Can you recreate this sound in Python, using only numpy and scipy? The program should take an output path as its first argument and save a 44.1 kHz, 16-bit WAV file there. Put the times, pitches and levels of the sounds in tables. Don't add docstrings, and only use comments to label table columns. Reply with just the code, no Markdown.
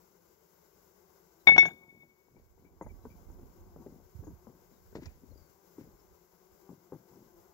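import sys
import numpy as np
from scipy import signal
from scipy.fft import rfft, irfft
from scipy.io import wavfile

SR = 44100
rng = np.random.default_rng(int(sys.argv[2]) if len(sys.argv) > 2 else 0)


def attenuation_scalar(level_db):
    decades = np.asarray(level_db, float) / 20
    return 10 ** decades


def bounce(signal):
    frames = np.transpose(np.atleast_2d(signal))
    limited = np.clip(frames, -1, 1)
    pcm = np.round(limited * 32767).astype(np.int16)
    wavfile.write(sys.argv[1], SR, pcm)


N = 332073
T = np.arange(N) / SR
LEFT_LAG_SAMPLES = -8

# f/Hz, density/dB per Hz
AIR_SPECTRUM = [(18, -44), (32, -14.5), (75, -6), (124, -17), (173, -2.5), (262, -18), (373, -2),
                (730, -16), (960, -11), (1300, -18), (1550, -15.5), (1780, -26.5), (2070, -20.5),
                (2400, -28),
                (2800, -29.5), (3500, -30.5), (4500, -29), (4900, -25), (6500, -22.5), (7700, -23.5),
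                     (8100, -43), (9000, -41.5), (9900, -37), (10300, -28), (12000, -22), (15700, -19)]
# f/Hz, likeness/1
PORT_LIKENESS = [(60, 0.72), (180, 0.72), (550, 0.083), (1650, 0.018), (4970, 0.12), (15000, 0.081)]
# f/Hz, L-R/dB
PORT_LEAN = [(60, 4.5), (180, 8), (550, 9.5), (1650, 6.5), (4970, 12.5), (15000, 7)]
# t/s, level/dB
SWARM_LEVEL = [(0.0, -74.5), (0.57, -81.5), (0.8, -84), (1.05, -70.5), (1.4, -73), (1.6, -62),
               (2.33, -83.5), (2.95, -67.5), (3.67, -66.5), (3.86, -63), (4.03, -71.5), (4.53, -67.5),
               (4.72, -75), (6.46, -71), (7.13, -68), (7.53, -67)]
# multiple/1, level/dB
WING_HARMONICS = [(1, -10), (2, -1.5), (3, -13.5), (4, -10), (5, -10.5), (6, -13.5), (7, -22.5), (8, -24)]
# t/s, length/s, start f/Hz, end f/Hz, level/dB
BIRD_NOTES = [(1.385, 0.058, 4100, 3790, -78), (3.01, 0.058, 4080, 3790, -83),
              (4.71, 0.082, 4080, 3700, -83.5), (5.295, .045, 4400, 4100, -80.5),
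              (5.34, 0.15, 4840, 4450, -76.5), (5.47, .08, 2870, 2800, -86), (5.69, 0.052, 5440, 5000, -82),
              (5.98, .05, 5620, 5200, -78.5)]
# t/s, peak/dB, rise/s, fall/s (20 dB each), L-R/dB
WIND_GUSTS = [(1.56, -53, .1, 0.19, 3.5), (2.01, -75, .27, .15, -19), (2.39, -59, 0.11, 0.13, -22),
              (2.56, -62.5, 0.28, 0.42, -11), (2.92, -46.5, 0.23, 0.48, -13),
              (3.30, -45.5, 0.12, 0.24, -16.5), (3.44, -46, .2, 0.044, -9.5), (3.6, -52, .09, 0.56, -5.5),
              (3.89, -53, .15, .11, -8), (4.05, -59, .3, 0.047, 12.5), (4.16, -58, 0.035, 0.46, -16.5),
              (4.28, -50, 0.14, 0.16, -10), (4.36, -60, .1, 0.046, -16), (4.46, -67, .2, 0.57, 4),
              (4.85, -61.5, 0.28, 0.24, -9), (4.97, -56.5, 0.22, 0.4, -1), (5.09, -48.5, 0.19, 0.12, -12),
              (5.31, -48.5, 0.08, 0.17, 20.5), (5.41, -53, 0.16, 0.039, 16), (5.87, -61, .1, 0.34, -0.5),
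              (6.13, -64, 0.37, 0.031, -19.5), (6.53, -65.5, 0.064, .08, -17), (7.4, -68, 0.31, 0.2, -15)]
# t/s, peak/dB
RIGHT_PUFFS = [(4.149, -37.5), (4.189, -34), (4.329, -43), (5.066, -38.5)]
# t/s, peak/dB, rise/s, fall/s (20 dB each)
GRIT_STROKES = [(2.396, -82, 0.058, 0.046), (4.956, -57.5, 0.0099, 0.042), (5.035, -63, 0.036, 0.028),
                (5.062, -58, 0.015, 0.017), (5.09, -75, .03, 0.13), (5.81, -71, 0.025, .04)]
# f/Hz, density/dB per Hz
GRIT_SPECTRUM = [(590, -45), (1000, -9), (1150, -16), (2010, -9), (3330, -21), (4920, -17.5), (5650, -20.5),
                 (7700, -23), (8440, -56), (11600, -33), (15500, -31)]
# t/s, peak/dB, pitch f/Hz, bright part/dB, its tilt/dB per octave
STONE_KNOCKS = [(2.032, -61, 413, -1.5, 0), (2.283, -65.5, 357, 0, -0.5), (2.366, -58, 341, -3.5, -1.5),
                (2.578, -62.5, 354, -7, 3), (2.648, -58, 285, -12.5, 0), (2.8109, -36, 304, 2.5, 0.5),
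                (2.863, -48.5, 399, 1, 3), (3.052, -36.5, 416, -6, -2), (3.299, -51, 327.5, -6.5, 1),
                (3.429, -51, 232, -9.5, 2.5), (3.761, -41, 392, -8.5, -5.5), (3.797, -48, 218, -25, 0),
                (3.862, -37, 384, -19, -8), (3.954, -53, 263, -16.5, 2), (4.237, -50, 355, -3.5, 6),
                (4.269, -42.5, 300, -8, 5.5), (4.304, -44.5, 269, -19, 2), (4.469, -46, 226, -1, -8),
                (4.714, -59.5, 236, -13, 0.5), (4.927, -50, 402, -20, 3), (4.9525, -32, 360, -6, -0.5),
                (5.02, -42.5, 261, -15.5, 0.5), (5.059, -54.5, 280, -0.5, 5), (5.234, -48, 253, -19, -3),
                (5.782, -38, 270, -22.5, 0), (5.81, -46.5, 239, -14, 0), (6.691, -44.5, 260, -6.5, -5.5),
                (6.921, -39, 284, -2.5, -11), (6.931, -43, 267, -3, -8), (6.942, -46, 238, -20.5, -4.5),
                (7.17, -52, 292, -19.5, 0)]
# f/Hz, level/dB, t60/s
STONE_MODES = [(518, 4.5, 0.06), (700, -0.5, 0.048), (852, 6.5, 0.037), (956.7, 1.5, 0.059),
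               (1150, -10.5, 0.025), (1560, -9, 0.06), (2050, -19, 0.035)]
# t/s, peak/dB, f/Hz, t60/s
SHORT_PINGS = [(1.653, -46.5, 6360, 0.07), (1.654, -60, 7130, 0.2), (1.654, -61, 12530, 0.13),
               (1.66, -66, 11900, 0.14), (2.819, -63.5, 6630, 0.082), (2.87, -73.5, 6700, 0.15),
               (1.695, -61, 3584, 0.26), (2.36, -69.5, 2270, 0.13), (2.645, -69.5, 2290, 0.18),
               (2.811, -60.5, 2050, 0.11), (2.82, -80, 8180, 0.13), (2.82, -74, 10410, 0.23),
               (2.838, -68, 2280, 0.051), (2.888, -64, 2284, 0.11), (3.10, -65, 2335, 0.17),
               (3.31, -69.5, 6650, 0.09), (3.60, -73, 6460, 0.064), (4.243, -63.5, 6650, 0.24),
               (4.72, -74.5, 6700, 0.044), (5.057, -48.5, 5550, 0.024), (5.058, -58.5, 4400, .025),
               (5.06, -63, 7000, 0.037), (5.07, -65, 2450, 0.064), (4.927, -66, 1550, .05),
               (2.865, -66, 2040, 0.1), (5.785, -75, 6600, .06)]
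# t/s, peak/dB, rise/s, fall/s (20 dB each)
STONE_HEAVES = [(1.48, -33, 0.0084, 0.19), (1.59, -25, 0.045, 0.011), (1.67, -35, 0.084, 0.064),
                (1.96, -55.5, 0.29, 0.089), (2.05, -56, 0.082, 0.083), (2.37, -50.5, 0.089, 0.068),
                (2.62, -59, 0.15, 0.52), (2.85, -48, 0.057, 0.21), (3.065, -45, 0.036, 0.12),
                (3.43, -50.5, 0.66, .12), (3.62, -56, 0.45, .5), (3.775, -45, .015, 0.078),
                (3.875, -39.5, 0.014, 0.12), (3.96, -47.5, 0.11, 0.082), (4.2, -52.5, 0.024, .05),
                (4.28, -43.5, 0.11, 0.11), (4.49, -47, 0.049, 0.12), (4.73, -55, 0.041, 0.06),
                (4.962, -38.5, 0.01, 0.16), (5.24, -57, 0.21, 0.046), (5.31, -50, 0.047, 0.18),
                (5.79, -43, 0.022, 0.16), (6.71, -45, 0.028, 0.097), (6.95, -47, 0.045, 0.079),
                (7.2, -48.5, 0.17, 0.13)]
# f/Hz, level on one face/dB, level on other face/dB, t60/s, L-R/dB
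BAR_MODES = [(2215, 0, 0, .35, 8.5), (3596, -16, -40, .13, 13), (3582, -58, -28, .2, -14),
             (4433, -47, -43, .06, 6), (5570, -47, -34, .15, 14), (6347, -61, -40, .08, 19),
             (7182, -52, -54, .1, 19), (10030, -75, -56, .05, 8), (10780, -56, -51, .07, 7),
             (12100, -62, -52, .09, 3), (12460, -64, -54, .1, 5), (2056, -18, -20, .03, 8),
             (2290, -18, -19, .03, 8), (15500, -52, -80, .05, 6)]
# t/s, blow/dB, ring kept/0-1, overtones/dB, thud/dB
BAR_BOUNCES = [(1.468, -43, 0.8, 7, -52.5), (1.4721, -7.5, .9, 5, -19.5), (1.4885, -29, 0.9, -7, -20.5),
               (1.520, -36, 0.91, 10, -30.5), (1.5635, -42.5, 0.06, 20, -26),
               (1.5795, -8.5, 0.13, 7, -16.5), (1.63, -49, 0.57, 16, -31.5), (1.654, -59, 0.78, 34.5, -27),
               (1.670, -54, 0.86, 14.5, -51.5), (1.684, -61.5, 0.32, -2, -40.5), (1.694, -69, 0, -6, -49),
               (1.708, -75, 0, 5, -49)]
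# f/Hz, level/dB, t60/s
GROUND_MODES = [(750, -2, 0.029), (786, -4.5, 0.036), (938, -7.5, .04), (1126.6, -10, .03),
                (1594, -3.5, .025), (2870, -10.5, .025), (4632, -30.5, .01), (1556, -5, .045),
                (3300, -9, .03)]
# t/s, level/dB
BAR_ROCKING = [
    (1.708, -52.5),
    (1.829, -61),
    (1.899, -55.5),
    (1.95, -60),
    (2.022, -60.5),
    (2.1, -68),
    (2.2, -70.5),
]


def rms_one(x):
    return x / np.sqrt(np.mean(x ** 2) + 1e-20)


def at_hz(points, hz):
    table_hz, value = np.transpose(points)
    return np.interp(np.log(hz + 1), np.log(table_hz), value)


def drift(rate_hz):
    r = np.exp(-80 * np.pi * rate_hz / SR)
    slow = signal.lfilter([1], [1, -2 * r, r * r], rng.standard_normal(N // 40 + 2002))[2000:]
    return np.interp(np.arange(N) / 40, np.arange(len(slow)), rms_one(slow - slow.mean()))


def ring(clicks, hz, t60_s):
    r = attenuation_scalar(-60 / (t60_s * SR))
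    w = 2 * np.pi * hz / SR
    return signal.lfilter([0, np.sin(w)], [1, -2 * r * np.cos(w), r * r], clicks + 1e-18)


def band(x, low_hz, high_hz):
    return signal.sosfilt(signal.butter(2, [low_hz, high_hz], "band", fs=SR, output="sos"), x)


def place(x, pan_db, lag_samples):
    left = np.roll(x, max(round(lag_samples), 0)) * attenuation_scalar(pan_db / 2)
    right = np.roll(x, max(-round(lag_samples), 0)) * attenuation_scalar(-pan_db / 2)
    return np.array([left, right])


def add(out, s, sound):
    i = round(s * SR)
    out[..., i:i + sound.shape[-1]] += sound[..., :N - i]


def swells(rows):
    s, peak_db, rise_s, fall_s = np.transpose(rows)[:4, :, None]
    t = T[::40]
    return attenuation_scalar(peak_db - 20 * np.maximum((s - t) / rise_s, (t - s) / fall_s))


def joined(gains):
    return np.interp(T, T[::40], np.sqrt(np.sum(gains ** 2, axis=0)))


def air():
    floor_db, duck_db = -77.5, 5.5
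    sink_s, hold_s, recover_s = .3, .85, .3
    hz = np.arange(N // 2 + 1) * SR / N
    mid, side = rfft(rng.standard_normal((2, N))) * attenuation_scalar(at_hz(AIR_SPECTRUM, hz))
    alike = at_hz(PORT_LIKENESS, hz)
    lean = attenuation_scalar(at_hz(PORT_LEAN, hz) / 2)
    left = (np.sqrt(1 + alike) * mid + np.sqrt(1 - alike) * side) * lean
    right = (np.sqrt(1 + alike) * mid - np.sqrt(1 - alike) * side) / lean
    duck = np.interp(T - BAR_BOUNCES[5][0], np.cumsum([0, sink_s, hold_s, recover_s]), [0, 1, 1, 0])
    level_db = floor_db - duck_db * duck + 13.5 + 1.0 * drift(12.0)
    return rms_one(irfft(np.array([left, right]), N)) * attenuation_scalar(level_db)


def bees(count=9):
    out = 0
    for hz in np.linspace(167, 194, count):
        wing_hz = hz * (1 + .022 * drift(1.5) + .012 * drift(25))
        phase = 2 * np.pi * np.cumsum(wing_hz) / SR
        buzz = sum(attenuation_scalar(level_db) * np.sin(k * phase) for k, level_db in WING_HARMONICS)
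        lag_samples = LEFT_LAG_SAMPLES + 6 * rng.standard_normal()
        out = out + place(buzz * attenuation_scalar(4.5 * drift(7.5)), 7.0, lag_samples)
    s, swarm_db = np.transpose(SWARM_LEVEL)
    return rms_one(out) * attenuation_scalar(np.interp(T, s, swarm_db) + 1.5)


def birds():
    out = np.zeros(N)
    for s, length_s, from_hz, to_hz, level_db in BIRD_NOTES:
        n = round(length_s * SR)
        phase = 2 * np.pi * np.cumsum(np.linspace(from_hz, to_hz, n)) / SR
        add(out, s, attenuation_scalar(level_db) * np.hanning(n) ** .5 * np.sin(phase))
    return place(out * attenuation_scalar(4.2 * drift(109.2) - 2.5), 14.0, LEFT_LAG_SAMPLES)


def buffeting():
    calm_db, shed_hz = -85.5, 26
    t = np.arange(SR // 16) / SR
    puff_hz = 45 + 100 * np.exp(-t / .014)
    puff = np.sin(2 * np.pi * np.cumsum(puff_hz) / SR) * t * np.exp(-t / .0075)
    puff = band(puff / puff.max(), 30, 300)
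    shed = np.array([np.cumsum(shed_hz * attenuation_scalar(4 * drift(8))) / SR for port in range(2)])
    clicks = np.diff(np.floor(shed), prepend=0) * attenuation_scalar(3 * rng.standard_normal((2, N)))
    clicks = clicks * rng.choice([-1, 1], (2, N))
    lean = attenuation_scalar(np.array(WIND_GUSTS)[:, 4:] * [.5, -.5])
    lean = lean / np.sqrt(np.mean(lean ** 2, axis=1, keepdims=True))
    gusts = np.array([joined(swells(WIND_GUSTS) * port[:, None]) for port in lean.T])
    gusts = gusts + attenuation_scalar(calm_db) * (T > BAR_BOUNCES[0][0])
    eddies = rms_one(band(signal.fftconvolve(clicks, puff[None], axes=1)[:, :N], 22, 105))
    swings = rms_one(band(band(rng.standard_normal((2, N)), 28.34, 82), 25, 74.8))
    out = (eddies + 0.98 * swings) * attenuation_scalar(-5.0) * gusts
    for s, peak_db in RIGHT_PUFFS:
        add(out, s, attenuation_scalar(peak_db) * puff * attenuation_scalar([[-14], [0]]))
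    return out


def grit():
    grains = rng.standard_normal(N) * attenuation_scalar(1.6 * np.minimum(rng.exponential(1, N), 5))
    colour = attenuation_scalar(at_hz(GRIT_SPECTRUM, np.arange(N // 2 + 1) * SR / N))
    grains = rms_one(irfft(rfft(grains) * colour, N))
    return place(grains * joined(swells(GRIT_STROKES)) * attenuation_scalar(2.5), 9.0, LEFT_LAG_SAMPLES)


def knock(hz, bright_db, t60_s, modes, top_hz, chance, crush, spread_db):
    t = np.arange(len(chance)) / SR
    touch = np.convolve(t == 0, np.hanning(18))[:len(t)] / 8
    touch = touch + .05 * chance * attenuation_scalar(-60 * t / (1.5 * t60_s))
    low = ring(touch, hz, 0.85 * t60_s)
    low = low + 0.52 * ring(touch, 0.63 * hz, t60_s)
    low = low - 0.6 * ring(touch, 1.463 * hz, .5 * t60_s)
    high = 0
    for (mode_hz, db, mode_t60_s), z in zip(modes, chance):
        high = high + attenuation_scalar(db + spread_db * z) * ring(touch, mode_hz * (1 + 0.02009 * z), 0.58 * mode_t60_s)
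    crunch = crush * signal.lfilter([.09], [1, -1.4, .49], chance) * attenuation_scalar(-60 * t / 0.055)
    low = band(low + .4 * crunch, 110, 1500)
    bottom_hz = .75 * modes[0][0]
    high = band(band(high + crunch, bottom_hz, top_hz), bottom_hz, 1.3 * top_hz)
    return low / np.abs(low).max() + attenuation_scalar(bright_db) * high / np.abs(high).max()


def stone_knocks():
    out = np.zeros((2, N))
    for s, peak_db, hz, bright_db, tilt_db in STONE_KNOCKS:
        t60_s = np.clip(18 / hz, .02, .25)
        pan_db = 7.5 + 0.45 * (-44 - peak_db)
        modes = [(f, db + tilt_db * np.log2(f / STONE_MODES[2][0]), mode_t60_s)
                 for f, db, mode_t60_s in STONE_MODES]
        chance = rng.standard_normal(SR // 4)
        one = knock(hz, bright_db, t60_s, modes, 1700, chance, crush=.8, spread_db=-1.5)
        add(out, s, place(attenuation_scalar(peak_db) * one, pan_db, LEFT_LAG_SAMPLES / 2))
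    return out


def short_pings():
    out = np.zeros((2, N))
    for s, peak_db, hz, t60_s in SHORT_PINGS:
        rattle = rng.standard_normal(SR // 4) * attenuation_scalar(-60 * T[:SR // 4] / t60_s)
        ping = ring(band(rattle, 0.8 * hz, 1.1 * hz), hz, .42 * t60_s)
        add(out, s, place(attenuation_scalar(peak_db) * ping / np.abs(ping).max(), 12, LEFT_LAG_SAMPLES))
    return out


def grinding():
    still_db, slips_per_s = -82, 350
    size = attenuation_scalar(3 * np.minimum(rng.exponential(1, N), 4))
    slips = (rng.random(N) < slips_per_s / SR) * size * rng.choice([-1, 1], N)
    dealt = rng.integers(0, 10, N)
    body = 0
    for k, hz in enumerate(np.geomspace(135, 520, 10)):
        body = body + ring(slips * (dealt == k), hz, 3.6 / hz) * (hz / 200) ** -.3
    level = joined(swells(STONE_HEAVES)) + attenuation_scalar(still_db) * (T > STONE_HEAVES[0][0])
    return place(level * attenuation_scalar(-8.5) * rms_one(band(body, 120, 700)), 4.5, LEFT_LAG_SAMPLES / 2)


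def bar_ring():
    first_face, roll_s = .12, 0.11
    out = np.zeros((2, N))
    start = round(BAR_BOUNCES[0][0] * SR)
    t = T[start:start + SR // 2]
    for k, (hz, one_db, other_db, t60_s, pan_db) in enumerate(BAR_MODES):
        height, left, last_s = np.zeros(len(t)), 0, 0
        for s, blow_db, kept, overtones_db, _ in BAR_BOUNCES:
            face = np.clip(first_face + (s - t[0]) / roll_s, 0, 1)
            left = left * attenuation_scalar(-60 * (s - last_s) / t60_s)
            left = left * kept ** np.sqrt(hz / BAR_MODES[0][0])
            left = left + attenuation_scalar(blow_db + one_db + face * (other_db - one_db) + (k > 0) * overtones_db)
            height = np.where(t >= s, left * attenuation_scalar(-60 * np.maximum(t - s, 0) / t60_s), height)
            last_s = s
        height = signal.lfilter([.04], [1, -.96], height)
        add(out, t[0], place(height * np.sin(2 * np.pi * hz * t), pan_db, LEFT_LAG_SAMPLES))
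    return out


def bar_thuds():
    crack_db, crack_t60_s, crack_hz = -24.5, .025, 2600
    out = np.zeros((2, N))
    for s, *_, thud_db in BAR_BOUNCES:
        chance = rng.standard_normal(SR // 4)
        crack = band(band(chance[::-1], crack_hz, 6500), crack_hz, 6500)
        crack = crack * attenuation_scalar(crack_db + 12.5 - 60 * T[:SR // 4] / crack_t60_s)
        thud = knock(329, 12.6, 0.035, GROUND_MODES, 3600, chance, crush=.6, spread_db=-0.1)
        add(out, s, place(attenuation_scalar(thud_db - 10.0) * (thud + crack), 7.1, LEFT_LAG_SAMPLES))
    return out


def bar_rocking():
    rise_s, fall_s = 0.029, 0.058
    rows = [(s, db, rise_s, fall_s) for s, db in BAR_ROCKING]
    rows.append((BAR_ROCKING[0][0], -62.5, rise_s, 0.54))
    sings = joined(swells(rows)) * (T > BAR_BOUNCES[-2][0])
    tone = np.sin(2 * np.pi * BAR_MODES[0][0] * T) + .06 * np.sin(2 * np.pi * BAR_MODES[1][0] * T)
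    return place(sings * attenuation_scalar(3 + 2.5 * drift(40)) * tone, 8.0, LEFT_LAG_SAMPLES)


def scene():
    background = air() + bees() + birds() + buffeting()
    slope = grit() + stone_knocks() + short_pings() + grinding()
    return background + slope + bar_ring() + bar_thuds() + bar_rocking()


def low_pass(x):
    return signal.sosfilt(signal.butter(12, 16950, fs=SR, output="sos"), x)


def record(dry):
    keep = np.arange(N // 2 + 1) * SR / N < 15770
    mix = irfft(rfft(np.clip(dry, -1, 1)) * keep, N)
    return low_pass(mix)


dry = scene()
out = record(dry)
bounce(out)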